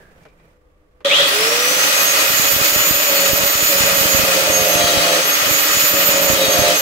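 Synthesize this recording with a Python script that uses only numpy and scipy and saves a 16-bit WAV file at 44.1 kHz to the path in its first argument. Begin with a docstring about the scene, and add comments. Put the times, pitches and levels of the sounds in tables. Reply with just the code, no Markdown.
"""An angle grinder jerks into life inside a stripped car, its fan roaring and whining as the rotor runs up.
The disc bites into the sheet metal three times: the panels drone and the motor sags, and deep in
the two longer cuts the edge sings. One rotor angle drives fan, gears and disc.
Puffs of cooling air buffet the right microphone port. Before the start, over a faint outside rumble,
the tool is shifted about with a few soft knocks and its switch clicks."""
import sys
import numpy as np
from scipy import signal
from scipy.fft import rfft, irfft, next_fast_len
from scipy.io import wavfile

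SR = 44100
rng = np.random.default_rng(int(sys.argv[2]) if len(sys.argv) > 2 else 0)


def dump(signal):
    """Clip the signal to [-1, 1] and save it as 16-bit WAV at the path in sys.argv[1]."""
    limited = np.clip(np.atleast_2d(signal).T, -1, 1)
    pcm = np.round(limited * 32767).astype(np.int16)
    wavfile.write(sys.argv[1], SR, pcm)


N = 300305
TIME = np.arange(N) / SR

# stereo image of the cabin: (frequency [Hz], left-right correlation [-1 to 1])
CABIN_IMAGE = [(60, 0.98), (300, 0.78), (600, 0.94), (1000, -0.75), (2000, -0.27), (4000, -0.15),
               (8000, -0.079), (15000, -0.26)]
# tone of the outside rumble: (frequency [Hz], left level [dB], right level [dB])
RUMBLE_COLOUR = [(25, 2, 4), (70.4, 4, 0), (120, -14, -16), (500, -34, -24), (800, -22, -27),
                 (1200, -28, -28), (3000, -35.5, -50), (15000, -55, -50)]
# ring of the empty cabin: (frequency [Hz], bandwidth [Hz], level [dB])
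CABIN_MODES = [(167, 8, -4), (307, 10, 2), (415, 8, 1), (498, 2.9, 15), (604, 36, -10), (1160, 40, -7.5)]
# ring of the body panels and cabin: (frequency [Hz], bandwidth [Hz], level [dB])
PANEL_MODES = [(169.7, 7.8, -7.5), (299.8, 20.2, -2.5), (428.3, 37, -5), (554.8, 51.7, 2), (599, 48.5, 1.5),
               (691.3, 29.4, -6.5), (1205, 82, -13.5)]
# tone of the sliding rustle: (frequency [Hz], left level [dB], right level [dB])
RUSTLE_COLOUR = [(100, -8, -9), (170, 4, 4), (226, -10, -7), (494, -6, -3), (1000, -18, -7.5),
                 (1990, -15, -12), (4000, -25, -26.5), (15000, -37, -30)]
# shoves of the tool over the floor: (time [s], level [dB], half length [s])
SHOVES = [(.005, -47, 0.046), (0.16, -52, 0.094), (.44, -58.5, 0.13)]
# squeaks as it slides: (time [s], frequency [Hz], level [dB], half length [s])
SLIDE_SQUEAKS = [(.04, 1660, -53, 0.097), (.27, 2370, -61, .06), (0.428, 2370, -66, .06)]
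# knocks of the tool and, last, its switch: (time [s], level [dB], brightness [Hz])
KNOCKS = [(.115, -58, 1200), (.233, -57, 7000), (.253, -40.5, 1500), (.285, -58, 3500), (.398, -54, 2200),
          (.53, -60, 1200), (1.006, -45, 1600)]
# the strongest air puffs on the right port: (time [s], level [dB])
AIR_PUFFS = [(2.398, -24), (2.564, -20), (2.763, -19.5), (2.91, -17.5), (3.333, -16), (3.435, -22),
             (3.627, -27), (3.808, -20.5), (3.838, -21.5), (4.013, -21), (4.057, -20), (4.148, -14.5),
             (4.197, -21), (4.499, -20), (4.617, -23), (4.756, -19), (4.842, -20), (4.974, -16.5),
             (5.513, -20), (5.771, -22), (5.941, -20), (6.091, -22), (6.301, -19), (6.334, -18),
             (6.483, -18.5), (6.591, -14.5), (6.619, -15)]
# quick and slow stage of the run-up: (share of free speed [0-1], time constant [s])
RUN_UP_STAGES = [(.474, .101), (.526, .457)]
# kicks of the gears as the motor starts: (time [s], level [dB], half length [s])
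GEAR_KICKS = [(1.067, -15, 0.0093), (1.129, -19.5, 0.016), (1.206, -17.5, 0.015), (1.257, -18, 0.0089)]
# ring of the gears: (frequency [Hz], bandwidth [Hz], level [dB])
GEAR_MODES = [(2420, 540, -10), (3290, 330, 11.5), (3950, 620, 2.5)]
# tone of the fan's air: (frequency [Hz], left level [dB], right level [dB])
AIR_COLOUR = [(40, -47, -47), (131, -18.5, -14), (255, -15.5, -33), (500, -16.5, -5), (930, -12, -3),
              (1150, -6.5, -1), (1840, -5, -2.5), (2600, 0, -3.5), (3600, -4.5, -7.5), (5800, -8, -7),
              (8200, -14, -9), (9300, -31, -14), (10650, -13.5, -12.5), (15500, -19.5, -12.5)]
# how much of that air reaches the microphone: (time [s], level [dB])
AIR_REACH = [(1.05, 1.3), (1.4, 1.4), (1.9, 2.35), (2.9, -0.13), (4.9, 0.74), (6.81, 0.2)]
# ring of the tool housing: (frequency [Hz], bandwidth [Hz], level [dB])
HOUSING_MODES = [(1215, 98, -1.5), (1390, 97, -4), (1856, 150, -3.5), (2513, 39, -1.5), (2915, 42, -9),
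                 (3220, 25, -7), (4430, 210, -9)]
# the cabin's standing waves: (frequency [Hz], half width [Hz], left level [dB], right level [dB])
STANDING_WAVES = [ (4500, 400, -28, -27), (5450, 260, -26, -21), (6040, 150, -22, -21),
                  (6270, 60, -27, -20), (6415, 28, -21, -24), (6457, 22, -27, -17.5), (6537, 32, -27, -17),
                  (6602, 22, -20, -33), (6705, 30, -42, -16.5), (6775, 45, -30, -23), (6830, 40, -20, -26),
                  (12970, 75, -22, -21), (13160, 80, -32, -23), (13480, 130, -25, -16),
                  (13630, 75, -35, -17), (9300, 1100, -38, -31), (14400, 700, -34, -26), ]
# the blade tone and its two overtones: (level [dB], slow shimmer [0-1], noisy skirt [0-1])
BLADE_TONES = [(-1.5, 0.33, 0), (-0.5, 0.19, 0.19), (-6, 0.2, .1)]
# bites of the disc, pressed harder as they go; load is the speed it takes from the motor:
# (start [s], end [s], first load [%], last load [%], drive [dB])
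BITES = [ (3.07, 3.44, 2.2, 4.2, 0.0), (3.7, 5.19, 2.2, 10.5, 1.0), (5.91, 6.74, 0.8, 11.5, 2.0), ]
# harmonics 2 to 5 of the disc's once-a-turn push: (level [dB])
DISC_HARMONICS_DB = [-31, -21, -19, -12]
# ring of the cut edge: (frequency [Hz], bandwidth [Hz], level [dB])
EDGE_MODES = [(3080, 48, -4), (3296, 18, 2), (3770, 16, 3), (3990, 12, 2), (4450, 49, -2.5)]
# the edge sings when the disc is deep in: (start [s], end [s], level [dB])
EDGE_SINGING = [(4.777, 5.14, -2), (6.326, 6.722, -5)]
# brief squeals of the metal: (time [s], frequency [Hz], level [dB], half length [s])
METAL_SQUEALS = [(3.202, 4416, -29.5, .08), (6.442, 3750, -25, 0.064)]

POWER_ON_S, SOUND_ON_S = 1.032, 1.045
FREE_TURNS_PER_S, FAN_BLADES, GEAR_RATIO = 574, 12, 13 / 40
TOUCH_S, LIFT_S = 0.036, 0.026   # attack and release of the disc on the metal


def from_db(db):
    """Decibels to gain."""
    return 10 ** (np.asarray(db) / 20)


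def rms_one(x):
    """Scale to rms 1."""
    return x / np.sqrt(np.mean(x ** 2) + 1e-20)


def at_hz(rows, hz):
    """Each column of a spectrum at the given frequencies."""
    points, *columns = np.transpose(rows)
    return np.array([np.interp(np.log(hz + 1e-9), np.log(points), c) for c in columns])


def swell(s, half_length):
    """A smooth rise and fall around a moment."""
    return np.exp(-((TIME - s) / half_length) ** 2)


def held(start, end, attack_s, release_s):
    """Attack, hold, release."""
    return np.clip((TIME - start) / attack_s, 0, 1) * np.clip(1 - (TIME - end) / release_s, 0, 1)


def drift(rate):
    """Smooth random modulation with spread 1 that changes about rate times a second."""
    hop, settle = 40, 2000
    r = np.exp(-2 * np.pi * rate * hop / SR)
    slow = signal.lfilter([1], [1, -2 * r, r * r], rng.standard_normal(N // hop + settle + 2))[settle:]
    return np.interp(np.arange(N) / hop, np.arange(len(slow)), rms_one(slow))


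def butter(x, hz, kind, order=2):
    """Low-, high- or band-pass."""
    return signal.sosfilt(signal.butter(order, hz, kind, fs=SR, output="sos"), x + 1e-18)


def resonate(x, modes):
    """A bank of parallel resonators in alternating polarity."""
    out = 0
    for k, (hz, width_hz, db) in enumerate(modes):
        r = np.exp(-np.pi * width_hz / SR)
        band = signal.lfilter([1, 0, -1], [1, -2 * r * np.cos(2 * np.pi * hz / SR), r * r], x + 1e-18)
        out = out + (-1) ** k * from_db(db) * (1 - r * r) / 2 * band
    return out


def stereo_noise(correlation):
    """White noise at two ears with the given correlation."""
    mid, side = rng.standard_normal((2, N))
    return (np.sqrt(1 + correlation) * mid + np.sqrt(1 - correlation) * side * [[1], [-1]]) / np.sqrt(2)


def cabin_noise(colour):
    """Noise with a colour for each ear and the cabin's stereo image; rms 1."""
    size = next_fast_len(N, True)
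    hz = np.arange(size // 2 + 1) * SR / size
    mid, side = rfft(rng.standard_normal((2, size)))
    correlation = at_hz(CABIN_IMAGE, hz)
    ears = np.sqrt(1 + correlation) * mid + np.sqrt(1 - correlation) * side * [[1], [-1]]
    return rms_one(irfft(ears * from_db(at_hz(colour, hz)), size)[:, :N])


def cabin_reflections(x, echo_db, decay_s=0.017):
    """Add dense, bright early reflections off glass and bare steel, different at each ear."""
    t = np.arange(int(.06 * SR)) / SR
    echoes = rng.standard_normal((2, len(t))) * np.exp(-t / decay_s) * (t > .002)
    echoes *= from_db(echo_db) / np.sqrt(np.sum(echoes ** 2, axis=1, keepdims=True))
    wet = signal.fftconvolve(butter(x, 1200, "high"), echoes, axes=1)[:, :N]
    return (x + wet) / np.sqrt(1 + from_db(echo_db) ** 2)


def room_tone(rumble_db=-56.5, ring_db=-60.0):
    """A faint bed of outside rumble, with the empty cabin ringing in it."""
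    ring = rms_one(resonate(stereo_noise(.8), CABIN_MODES))
    return from_db(rumble_db) * cabin_noise(RUMBLE_COLOUR) + from_db(ring_db) * ring


def handling(rustle_db=-63.0, knock_t60=0.096, thud_db=10.5, squeak_width_hz=70):
    """The sliding tool rustles and squeaks; each knock is a short crack that thuds in the panels."""
    rustle = from_db(rustle_db) + sum(from_db(db) * swell(s, length) for s, db, length in SHOVES)
    out = rustle * from_db(1.3 * drift(35)) * cabin_noise(RUSTLE_COLOUR)
    for s, hz, db, length in SLIDE_SQUEAKS:
        squeak = rms_one(resonate(stereo_noise(.4), [(hz, squeak_width_hz, 0)]))
        out += from_db(db) * swell(s, length) * squeak
    white = stereo_noise(0.35)
    for s, db, bright_hz in KNOCKS:
        decay = (TIME > s) * from_db(db - 60 * np.clip((TIME - s) / knock_t60, 0, 3))
        crack = decay * rms_one(butter(white, bright_hz, "low"))
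        out += crack + from_db(thud_db) * resonate(crack, PANEL_MODES[:5])
    return out


def buffeting(puff_db=11.5, eddy_db=-22.0, stray_db=-15.0, eddies_per_s=110, strays_per_s=5,
              strays_from_s=2.25, gust_s=0.065, pop_s=0.00067):
    """Each exhaust vortex pops on the right port; weak ones crowd round the strong, a few stray."""
    gusts = np.minimum(sum(swell(s, gust_s) for s, db in AIR_PUFFS), 1)
    eddies = (rng.random(N) < gusts * eddies_per_s / SR) * from_db(eddy_db)
    strays = (rng.random(N) < (TIME > strays_from_s) * strays_per_s / SR) * from_db(stray_db)
    spikes = (eddies + strays) * np.clip(rng.standard_normal(N), -2, 2)
    for s, db in AIR_PUFFS:
        spikes[int(s * SR)] += from_db(db + puff_db)
    pop = np.exp(-.5 * (np.linspace(-.005, .005, int(.01 * SR)) / pop_s) ** 2)
    return butter(signal.fftconvolve(spikes, pop, "same"), 52, "high") * from_db([[-28], [0]])


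def disc_bites(lean_s=.06, full_load=7.5, db_per_percent=1.25, grab_db=3.5, grab_s=0.029, ceiling=1.13):
    """The hand leans in: gives the motor's load (%) and the pressure that drives the metal (gain)."""
    load = pressure = 0
    for start, end, first, last, db in BITES:
        lean = np.interp(TIME, [start + lean_s, end - lean_s], [first, last])
        load = load + lean * held(start, end - lean_s, lean_s, lean_s)
        accent_db = grab_db * swell(start + grab_s, grab_s)   # the disc grabs as it first touches
        drive = from_db(db + accent_db + db_per_percent * (lean - full_load))
        pressure = pressure + drive * held(start, end, TOUCH_S, LIFT_S)
    hand_shake = from_db(0.85 * drift(14))
    return load, ceiling * np.tanh(pressure / ceiling) * hand_shake   # saturates under a heavy hand


def rotor_speed(load, inertia_s=.319):
    """Turns per second: the motor runs up, sags under load and recovers with its inertia."""
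    age = np.maximum(TIME - POWER_ON_S, 1 / SR)
    free = FREE_TURNS_PER_S * sum(share * (1 - np.exp(-age / lag_s)) for share, lag_s in RUN_UP_STAGES)
    r = np.exp(-1 / (inertia_s * SR))
    sag = signal.lfilter([1 - r], [1, -r], load) / 100
    return free * (1 - sag)


def motor(angle, shake_db=-29.5, unbalance_db=-37.0, run_up_db=11.5):
    """The running tool shakes the panels; the rotor's unbalance hums, loudest during the run-up."""
    shake = from_db(shake_db + 1.3 * drift(30)) * rms_one(resonate(stereo_noise(0.89), PANEL_MODES))
    swell_db = run_up_db * swell(1.33, half_length=0.62)
    fade_in = np.interp(TIME, [1.29, 1.37], [0, 1])
    hum = fade_in * from_db(unbalance_db + swell_db + 2 * drift(7.2)) * np.sqrt(2) * np.sin(angle)
    return (shake + hum) * from_db([[-1.5], [1.5]])


def start_jolt(angle, boom_hz=562, screech_db=-10.0, clatter_db=-13.0, clatter_peak_s=1.21,
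               rise_db_per_s=42, fall_db_per_s=90):
    """The starting torque kicks the housing in surges; the gears clatter and the fan's whine screeches briefly
    as they spin up."""
    surges = sum(from_db(db) * np.exp(-.5 * ((TIME - s) / length) ** 2) for s, db, length in GEAR_KICKS)
    boom = surges * np.sqrt(2) * np.sin(2 * np.pi * boom_hz * TIME + 0.44 * drift(40))
    teeth = stereo_noise(0) * (1 + 0.26 * np.sin(angle)) * from_db(drift(90))
    past_peak = TIME - clatter_peak_s
    fade_db = np.minimum(rise_db_per_s * past_peak, -fall_db_per_s * past_peak)
    clatter = from_db(clatter_db + fade_db) * rms_one(resonate(teeth, GEAR_MODES))
    screech_gain = from_db(screech_db) * np.interp(TIME, [1.088, 1.125, 1.16, 1.2], [0, 1, .7, 0])
    screech = screech_gain * np.sin(FAN_BLADES * angle + 0.73 * drift(200))
    return boom + clatter + cabin_reflections(np.array([screech, screech]), echo_db=-1.5)


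def fan_air(angle, speed, roar_db=-17.0, hiss_db=-14.0, housing_db=-26.2, swirl_db=0.99, chop=0.18):
    """Fan turbulence, chopped once a turn, rings the housing; speed lifts the hiss more than the roar."""
    reach = from_db(np.interp(TIME, *np.transpose(AIR_REACH)))
    pace = speed / FREE_TURNS_PER_S
    roar_gain, hiss_gain = reach * pace ** 0.2, reach * pace ** 1.9
    noise = cabin_noise(AIR_COLOUR)
    lows = butter(noise, 6500, "low", order=1)
    roar = lows * roar_gain * from_db(roar_db + swirl_db * drift(5.8))
    hiss = (noise - lows) * hiss_gain * from_db(hiss_db + swirl_db * drift(2.8))
    ring_gain = roar_gain * from_db(housing_db + 2.26 * drift(6.6))
    ring = ring_gain * rms_one(resonate(stereo_noise(0.18), HOUSING_MODES))
    flutter = from_db(0.8 * drift(86))
    rush = (roar + hiss + ring) * flutter * (1 + chop * np.sin(angle))
    return cabin_reflections(rush, echo_db=-5.0)


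def standing_waves(hz, valley_db=-35.0):
    """Gain at each ear for a gliding tone: weak, except where it meets a standing wave."""
    power = from_db(valley_db) ** 2
    for centre_hz, width_hz, left_db, right_db in STANDING_WAVES:
        nearness = np.exp(-np.minimum(((hz - centre_hz) / width_hz) ** 2, 20))
        power = power + from_db([[left_db], [right_db]]) ** 2 * nearness
    return np.sqrt(power)


def blade_tone(phase, ear_gains, shimmer, skirt):
    """One shimmering partial; eddies scatter part of it into a noisy skirt, differently at each ear."""
    ears = []
    for gain in ear_gains:
        scatter = shimmer * (drift(15.0) + 1j * drift(7.8)) + skirt * (drift(110) + 1j * drift(140))
        tone = np.real((1 + scatter) * np.exp(1j * phase)) / np.sqrt(.5 + shimmer ** 2 + skirt ** 2)
        ears.append(gain * tone)
    return np.array(ears)


def fan_whine(angle, speed, pressure, load_rough=0.18, run_up_rough=0.8, duck_db=-1.0):
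    """The blades' whine glides through the standing waves, rough in the run-up and when the disc bites."""
    rough = load_rough * pressure ** 2 + run_up_rough * np.clip((545 - speed) / 80, 0, 1)
    tones = 0
    for k, (db, shimmer, skirt) in enumerate(BLADE_TONES, 1):
        ear_gains = standing_waves(k * FAN_BLADES * speed)
        tones += from_db(db) * blade_tone(k * FAN_BLADES * angle, ear_gains, shimmer, skirt + rough)
    fade_in = np.interp(speed, [220, 390], [0, 1])
    return cabin_reflections(tones * from_db(duck_db * pressure) * fade_in, echo_db=-7.5)


def panel_drone(disc_angle, contact, pressure, rub_db=-25.5, wobble_db=-38.0, ripple_hz=100):
    """The disc pushes and rubs the panels into a drone; its wobble hums from the first light touch."""
    wobble = from_db(wobble_db) * np.tanh(2 * pressure) * np.sqrt(2) * np.sin(disc_angle)
    push = sum(from_db(db + 2.0 * drift(6.5)) * np.sqrt(2) * np.sin(k * disc_angle + 0.1 * drift(23))
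               for k, db in enumerate(DISC_HARMONICS_DB, 2))
    push *= 1 + 0.78 * np.sin(2 * np.pi * ripple_hz * TIME)   # the torque pulses with the mains
    rub = from_db(rub_db) * rms_one(resonate(stereo_noise(0.79) * contact, PANEL_MODES[1:]))
    return wobble + pressure * (rub + resonate(push, PANEL_MODES))


def edge_song(contact, pressure, edge_db=-23.0, faint_db=-17.0):
    """The rubbed edge rings faintly under pressure, sings out deep in the cut and briefly squeals."""
    deep = sum(from_db(db) * held(start, end, TOUCH_S, LIFT_S) for start, end, db in EDGE_SINGING)
    ring = rms_one(resonate(stereo_noise(0.44) * contact, EDGE_MODES))
    edge = from_db(edge_db) * (from_db(faint_db) * pressure + deep) * ring
    for s, hz, db, length in METAL_SQUEALS:
        edge += from_db(db) * swell(s, length) * rms_one(resonate(stereo_noise(.3), [(hz, 10, 0)]))
    return edge


def cutting(angle, pressure, grit_db=-29.5):
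    """The disc rubs hardest once a turn: drone leaning right, singing edge leaning left, crackling grit."""
    disc_angle = angle * GEAR_RATIO
    contact = 1 + 0.28 * np.cos(disc_angle)
    drone = panel_drone(disc_angle, contact, pressure) * from_db([[-1.2], [1.2]])
    edge = edge_song(contact, pressure) * from_db([[3], [-3]])
    grains = stereo_noise(.2) * from_db(3.0 * drift(500)) * contact
    grit = pressure * from_db(grit_db) * rms_one(butter(grains, [2500, 9000], "band"))
    return drone + edge + grit


def scene():
    """The grinder's layers, locked to one rotor angle, over air pops, handling and room tone."""
    load, pressure = disc_bites()
    speed = rotor_speed(load)
    angle = 2 * np.pi * np.cumsum(speed * (1 + 0.00047 * drift(13.6))) / SR
    running = np.clip((TIME - SOUND_ON_S) / .004, 0, 1) ** 2
    fan = fan_air(angle, speed) + fan_whine(angle, speed, pressure)
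    grinder = fan + motor(angle) + start_jolt(angle) + cutting(angle, pressure)
    return running * grinder + buffeting() + handling() + room_tone()


def record(dry):
    """A soft clip rounds the highest peaks and a steep low-pass cuts the top."""
    ceiling, cutoff_hz = .85, 15700
    rounded = dry / (1 + (dry / ceiling) ** 6) ** (1 / 6)
    return signal.sosfilt(signal.ellip(12, .1, 90, cutoff_hz, fs=SR, output="sos"), rounded)


dry = scene()
out = record(dry)
dump(out)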